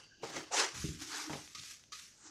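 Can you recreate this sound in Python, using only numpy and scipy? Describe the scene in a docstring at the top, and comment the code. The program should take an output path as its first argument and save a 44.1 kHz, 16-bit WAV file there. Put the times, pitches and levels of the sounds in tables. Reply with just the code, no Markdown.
"""A small workshop, in mono: a plastic dustpan scuffs into place beside a plywood bench,
then a hand brush sweeps dust and grit off the top. Bristles hiss and slap, the brush block bumps the board,
grit rattles along and hits the pan, and the pan gives a last dull swish, over still air and a faint fading whir.
Rubs are coloured noise roughened by tiny slips, knocks and bumps are struck modes,
and low hums are noise ringing in a narrow resonance."""
import sys
import numpy as np
from scipy import signal
from scipy.fft import rfft, irfft, next_fast_len
from scipy.io import wavfile
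from scipy.ndimage import uniform_filter1d, map_coordinates

SR = 44100
rng = np.random.default_rng(int(sys.argv[2]) if len(sys.argv) > 2 else 0)


def persist_wave(psi):
    """Save psi, clipped to +-1, as 16-bit WAV."""
    counts = np.round(np.clip(psi, -1, 1) * 32767).astype(np.int16)
    wavfile.write(sys.argv[1], SR, np.atleast_2d(counts).T)


N = 101430  # samples: 2.3 s

# Workshop air. Each row: frequency in Hz, level in dB.
AIR_COLOUR = [(20, 10.5), (60, 1.5), (140, 1.5), (320, -5.5), (600, -11), (1200, -20.5), (3000, -18),
              (6200, -4.5), (8500, -29.5), (14000, -42)]
# Resonances of the faint whir. Each row: centre in Hz, width in Hz, relative level in dB.
WHIR_RESONANCES = [(1590, 110, -1), (2860, 290, 0), (4670, 180, -4)]
AIR_DB, WHIR_START_DB = -66.5, -65.5
WHIR_WAVER_DB, WHIR_FADE_DB_PER_S = 4, 9.5

# The dustpan sliding. Each row: contact in seconds, peak in seconds, level in dB, rise in dB/s, fall in dB/s.
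PAN_SLIDES = [(-.1, -.01, -55, 300, 204), (0.224, 0.253, -47, 202, 66), (0.324, 0.369, -42, 289, 205),
              (0.515, 0.598, -28, 199, 188)]
# Rasp of the sliding pan. Each row: frequency in Hz, level in dB.
PAN_COLOUR = [(80, -32), (200, -30), (300, -5), (420, -2), (620, -6), (1300, -2.5), (3500, -7),
              (6200, -5.5), (8000, -13), (11000, -25.5), (15000, -44)]
# Knocks on the pan. Each row: start in seconds, level in dB, 60 dB decay in seconds, attack in seconds.
PAN_KNOCKS = [(.231, -37, 0.099, 0.0029), (1.2965, -41, 0.2, 0.00065), (1.3325, -45.5, 0.25, .0004)]
# Clatter of a knock. Each row: frequency in Hz, level in dB.
KNOCK_COLOUR = [(40, -29), (150, 0), (500, 1), (950, 1), (1600, -9), (4000, -14), (12000, -44)]
# Ringing of the knocked pan. Each row: pitch in Hz, level in dB, 60 dB decay in seconds.
PAN_MODES = [(332.4, -5, 0.11), (458, -0.5, 0.053), (802, -9, 0.23)]
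# The pan's thin wall flexing. Each row: peak in seconds, level in dB, rise in dB/s, fall in dB/s.
PAN_FLEXES = [(.249, -48.5, 452, 600), (.302, -45.5, 600, 600), (.366, -42.5, 450, 225)]
# Tone of the flexing wall. Each row: frequency in Hz, level in dB.
FLEX_COLOUR = [(40, -6), (110, -14.5), (150, 0.5), (220, -13), (318, 10), (480, -11), (810, -4),
               (1500, -36)]
# The rim's bright rubs. Each row: peak in seconds, level in dB, rise in dB/s, fall in dB/s.
RIM_RUBS = [(.545, -36.5, 338, 176), (.592, -41.5, 388, 303), (2.272, -56, 147, 210)]
# The pan touching down. One row: start in seconds, level in dB, 60 dB decay in seconds.
PAN_LANDING = (0.509, -42.5, 0.06)
# The pan's hollow driven by the slide. One row: peak in seconds, level in dB, rise in dB/s, fall in dB/s.
HOLLOW_SWELL = (0.55, -35.5, 408, 330)
PAN_GRIP_S = 0.0055  # time constant of catching hold
RIM_HZ, RIM_WIDTH_HZ, RIM_SAG_HZ_PER_S = 6474, 1360, 13000
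HOLLOW_HZ, HOLLOW_WIDTH_HZ, HOLLOW_RISE_HZ_PER_S = 790, 242, 3800
GLIDE_S = .06  # a pitch glides this long on either side of its centre

# Pressure of the bristles on the board. Each row: time in seconds, hiss level in dB.
SWEEP = [(.72, -104), (0.746, -48.5), (.79, -47.5), (.86, -47.5), (.93, -53), (.98, -56), (1.021, -46),
         (1.06, -51.5), (1.16, -45), (1.23, -46.5), (1.28, -53), (1.351, -50.5), (1.45, -56), (1.54, -60),
         (1.63, -53.5), (1.714, -49), (1.79, -63.5), (1.91, -77.5), (1.961, -50.5), (2.055, -56.5),
         (2.09, -60.5), (2.15, -69), (2.3, -85)]
# Bristle hiss. Each row: frequency in Hz, level in dB.
BRISTLE_COLOUR = [(750, -44), (1000, -13), (1200, -5.5), (1700, -4), (2500, -3), (4000, -3), (5000, -1),
                  (6200, 1.5), (7300, -2.5), (9000, -9.5), (12000, -15), (15500, -36)]
STRAY_GRAINS_PER_S, STRAY_DB = 86, -16  # level relative to the hiss
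# Scratchy rubs: grit pushed along, then a last dull swish of the pan.
# Each row: peak in seconds, level in dB, rise in dB/s, fall in dB/s.
SCRATCHES = [(.752, -49.5, 697, 187), (1.02, -49.5, 496, 506), (1.145, -43, 220, 144),
             (1.2, -46.5, 298, 139), (2.272, -57.5, 180, 311)]
# Tone of the scratchy rubs. Each row: frequency in Hz, level in dB.
SCRATCH_COLOUR = [(80, -39), (400, 0), (600, -14.5), (790, 3), (1000, 1.5), (1500, 4.5), (2600, -7.5),
                  (5000, -1), (9000, -15), (15000, -103)]

# The brush block bumping the board. Each row: start in seconds, level in dB, decay time scale,
# tilt in dB per octave above the lowest mode.
BUMPS = [(0.797, -22.5, 0.27, -33), (.842, -27.5, 0.47, 0), (.889, -34, 0.55, -1), (1.299, -45, 1, 1),
         (1.333, -52.5, 1.64, 3)]
# Ringing of the plywood. Each row: pitch in Hz, level in dB, 60 dB decay in seconds before scaling.
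BOARD_MODES = [(75.4, -13.5, 0.32), (100.5, -6, 0.16), (147.8, 3.5, 0.14), (195, 1.5, 0.081),
               (305, -3.5, 0.19), (390.4, -15, 0.31)]
# The board shuddering under the brush. Each row: peak in seconds, level in dB, rise in dB/s, fall in dB/s.
SHUDDERS = [(.76, -52.5, 489, 79), (.905, -43.5, 213, 151), (1.335, -60, 395, 94), (1.59, -61, 400, 97)]
# Tone of the shudder. Each row: frequency in Hz, level in dB.
SHUDDER_COLOUR = [(25, -17), (55, 5), (90, 5.5), (150, 3.5), (250, -1.5), (330, -2.5), (450, -16.5),
                  (900, -65)]

# Low hums, probably the pan's wall resonating. Each row: peak in seconds, level in dB, rise in dB/s, fall in dB/s.
LOW_HUMS = [(1.022, -51.5, 446, 400), (1.09, -52.5, 452, 400), (1.18, -55.5, 147, 200),
            (1.285, -47.5, 400, 300), (2.274, -56, 600, 453)]
HUM_HZ, HUM_WIDTH_HZ = 312, 39

# Single hard grains. Each row: start in seconds, level in dB, pitch in Hz.
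TICKS = [(1.297, -31, 1500), (1.333, -26, 2100), (1.4772, -33.5, 3300), (1.6366, -30, 4340),
         (1.728, -42, 2600), (1.839, -40, 3200)]
TICK_CYCLES = 5  # cycles for a click to fall 60 dB

# Bristles slapping down or springing off the edge. Each row: start in seconds, level in dB, 60 dB decay in seconds.
SLAPS = [(1.548, -41.5, 0.32), (1.92, -39.5, 0.16)]
# Spray of a slap, also the tone of stray grains. Each row: frequency in Hz, level in dB.
SLAP_COLOUR = [(200, -10.5), (1050, -23), (1400, -11.5), (2400, -1), (3000, -4), (4000, 1), (6200, 0.5),
               (8000, -10.5), (11000, -22), (15500, -34)]
# Ringing of slapped bristles. Each row: pitch in Hz, level in dB, 60 dB decay in seconds.
BRISTLE_MODES = [(1171, -5, 0.11), (1249, -7.5, 0.17)]

SLIPS_PER_S, CLUMPS_PER_S = 5000, 90
PATCH_DB = 2  # rms shift of a rub's colour from moment to moment
ROOM_T60_S, ROOM_DB = 0.17, -10
LOW_CUT_HZ, TOP_HZ = 57, 15650


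def amp(db):
    """Decibels to gain."""
    return 10 ** (np.asarray(db) / 20)


def unit(x):
    """Scaled to rms 1."""
    return x / np.sqrt(np.mean(x ** 2) + 1e-20)


def clock():
    """Seconds at each sample."""
    return np.arange(N) / SR


def filtered(x, response):
    """x times a response of frequency."""
    padded = next_fast_len(N + SR // 2)
    spectrum = rfft(x, padded)
    return irfft(spectrum * response(np.fft.rfftfreq(padded, 1 / SR)), padded)[:N]


def coloured(x, points):
    """x through a (Hz, dB) colour drawn over log frequency, at rms 1."""
    f, db = np.transpose(points)
    return unit(filtered(x, lambda hz: amp(np.interp(np.log(hz + 1), np.log(f + 1), db))))


def noise(points):
    """Smooth coloured noise."""
    return coloured(rng.standard_normal(N), points)


def wobble(rate):
    """A smooth random curve, rate knots a second."""
    knots = clock() * rate
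    return map_coordinates(rng.standard_normal(int(knots[-1]) + 4), [knots])


def patchy(x):
    """x with brief, narrow patches of random gain."""
    spectrogram = signal.stft(x, nperseg=512)[2]
    field = rng.standard_normal(spectrogram.shape)
    field = uniform_filter1d(field, size=3, axis=0)  # across frequency
    field = uniform_filter1d(field, size=5, axis=1)  # across time
    return signal.istft(spectrogram * amp(PATCH_DB * unit(field)), nperseg=512)[1][:N]


def friction(points, grain_db, flutter_db):
    """Tiny uneven slips over a smooth rub, roughened by random clumping and brief random shifts of colour."""
    sizes = amp(3 * np.minimum(rng.exponential(size=N), 3))
    slips = (rng.random(N) < SLIPS_PER_S / SR) * rng.choice([-1, 1], N) * sizes
    rub = rng.standard_normal(N) + amp(grain_db) * unit(slips)
    clumping = amp(flutter_db * wobble(CLUMPS_PER_S))
    return unit(coloured(patchy(rub), points) * clumping)


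def swell(s, db, rise, fall):
    """A level that climbs to a peak at time s and falls away."""
    t = clock() - s
    return amp(db + np.minimum(rise * t, -fall * t))


def swells(rows):
    """Several swells, added in power."""
    return np.sqrt(sum(swell(*row) ** 2 for row in rows))


def blow(s, db, t60, attack_s):
    """A quick rise and an exponential decay."""
    t = np.maximum(clock() - s, 0)
    return amp(db - 60 * t / t60) * (1 - np.exp(-t / attack_s))


def ring(s, db, modes, attack_s, length=1, tilt_db=0):
    """Modes struck at time s, tilted per octave above the first, each a little uneven in level."""
    total = 0
    for hz, level, t60 in modes:
        tilt = tilt_db * np.log2(hz / modes[0][0])
        envelope = blow(s, db + level + tilt + rng.normal(0, 1), t60 * length, attack_s)
        total = total + envelope * np.sin(2 * np.pi * hz * (clock() - s))
    return total


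def glide(s, hz, hz_per_s):
    """A pitch that slides through hz at time s and rests on either side."""
    return hz + hz_per_s * np.clip(clock() - s, -GLIDE_S, GLIDE_S)


def resonance(hz, width_hz):
    """Noise ringing around a steady or gliding pitch, half amplitude width_hz away, at rms 1."""
    phase = 2 * np.pi * np.cumsum(hz * np.ones(N)) / SR
    drift = lambda: filtered(rng.standard_normal(N), lambda f: 1 / (1 + (f / width_hz) ** 4))
    return unit(drift() * np.cos(phase) + drift() * np.sin(phase))


def background():
    """Still workshop air as coloured noise, and a faint whir of wavering resonances that dies away."""
    whir = sum(amp(db + WHIR_WAVER_DB * wobble(40)) * resonance(hz, width)
               for hz, width, db in WHIR_RESONANCES)
    fade = amp(WHIR_START_DB - WHIR_FADE_DB_PER_S * clock())
    return amp(AIR_DB) * noise(AIR_COLOUR) + fade * unit(whir)


def grip(s):
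    """The pan catching hold around time s, a smooth step from 0 to 1."""
    return (1 + np.tanh((clock() - s) / PAN_GRIP_S)) / 2


def pan_rasp():
    """The pan catches and slides, its friction rasping on each push."""
    slide = np.sqrt(sum((swell(*shape) * grip(start)) ** 2 for start, *shape in PAN_SLIDES))
    return slide * friction(PAN_COLOUR, grain_db=-1.0, flutter_db=1.5)


def pan_knocks():
    """Each knock makes the pan clatter with noise and ring in its modes."""
    clatter = noise(KNOCK_COLOUR)
    return sum(clatter * blow(s, db, t60, attack) + ring(s, db, PAN_MODES, attack)
               for s, db, t60, attack in PAN_KNOCKS)


def pan_flexes():
    """The thin wall flexes in low swells of noise."""
    return swells(PAN_FLEXES) * noise(FLEX_COLOUR)


def pan_hollow():
    """The landing and slide drive the pan's hollow, which climbs in pitch as the pan closes on the bench."""
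    drive = blow(*PAN_LANDING, attack_s=0.0015) + swell(*HOLLOW_SWELL) * grip(PAN_LANDING[0])
    pitch = glide(HOLLOW_SWELL[0], HOLLOW_HZ, HOLLOW_RISE_HZ_PER_S)
    return drive * resonance(pitch, HOLLOW_WIDTH_HZ)


def pan_rim():
    """Bright resonant rubs of the rim, each sinking in pitch as it passes."""
    rubs = sum(swell(*row) * resonance(glide(row[0], RIM_HZ, -RIM_SAG_HZ_PER_S), RIM_WIDTH_HZ)
               for row in RIM_RUBS)
    return rubs * grip(PAN_LANDING[0] + 2 * PAN_GRIP_S)


def dustpan():
    """The plastic pan's rasp, knocks, flexing wall, hollow and rim together."""
    return pan_rasp() + pan_knocks() + pan_flexes() + pan_hollow() + pan_rim()


def sweeping():
    """Bristles hiss with pressure and flick stray grains."""
    pressure = amp(np.interp(clock(), *np.transpose(SWEEP)))
    hiss = friction(BRISTLE_COLOUR, grain_db=2.5, flutter_db=1.16)
    flicks = (rng.random(N) < STRAY_GRAINS_PER_S / SR) * rng.standard_normal(N)
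    strays = coloured(flicks, SLAP_COLOUR)
    return pressure * (hiss + amp(STRAY_DB) * strays)


def scratches():
    """Rubs lower-pitched and smoother than the hiss: heaps of grit pushed along, then the pan's last swish."""
    return swells(SCRATCHES) * friction(SCRATCH_COLOUR, grain_db=-3.5, flutter_db=0.4)


def board():
    """The plywood thuds in its modes under the block, and shudders in low noise as it drags."""
    thuds = sum(ring(s, db, BOARD_MODES, attack_s=0.0028, length=length, tilt_db=tilt)
                for s, db, length, tilt in BUMPS)
    return thuds + swells(SHUDDERS) * noise(SHUDDER_COLOUR)


def low_hums():
    """Noise swells in one narrow low resonance, probably the pan's wall."""
    return swells(LOW_HUMS) * resonance(HUM_HZ, HUM_WIDTH_HZ)


def ticks():
    """Hard grains click one by one, each a few sharp cycles at its own pitch."""
    return sum(blow(s, db, TICK_CYCLES / hz, attack_s=1 / SR) * np.sin(2 * np.pi * hz * (clock() - s))
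               for s, db, hz in TICKS)


def slaps():
    """The tufts land together in a short spray and ring briefly."""
    spray = friction(SLAP_COLOUR, grain_db=-3.5, flutter_db=4.0)
    return sum(spray * blow(s, db, t60, attack_s=0.00089) + ring(s, db, BRISTLE_MODES, attack_s=0.004)
               for s, db, t60 in SLAPS)


def room(x):
    """The short tail of the workshop, a decaying burst of noise convolved with the sound."""
    decay = blow(0.0057, 0, ROOM_T60_S, attack_s=0.00022)
    tail = (decay * rng.standard_normal(N))[:SR // 2]
    return signal.fftconvolve(x, tail / np.linalg.norm(tail))[:N]


def scene():
    """Everything at the bench with its room tail and background, the same in both ears."""
    near = dustpan() + sweeping() + scratches() + board() + low_hums() + ticks() + slaps()
    mono = near + amp(ROOM_DB) * room(near) + background()
    return np.array([mono, mono])


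def record(dry):
    """The microphone sheds the deepest bass; nothing passes above the band limit."""
    low_cut = signal.butter(2, LOW_CUT_HZ, "high", fs=SR, output="sos")
    thinned = signal.sosfilt(low_cut, dry)
    return np.array([filtered(channel, lambda hz: hz < TOP_HZ) for channel in thinned])


dry = scene()
out = record(dry)
persist_wave(out)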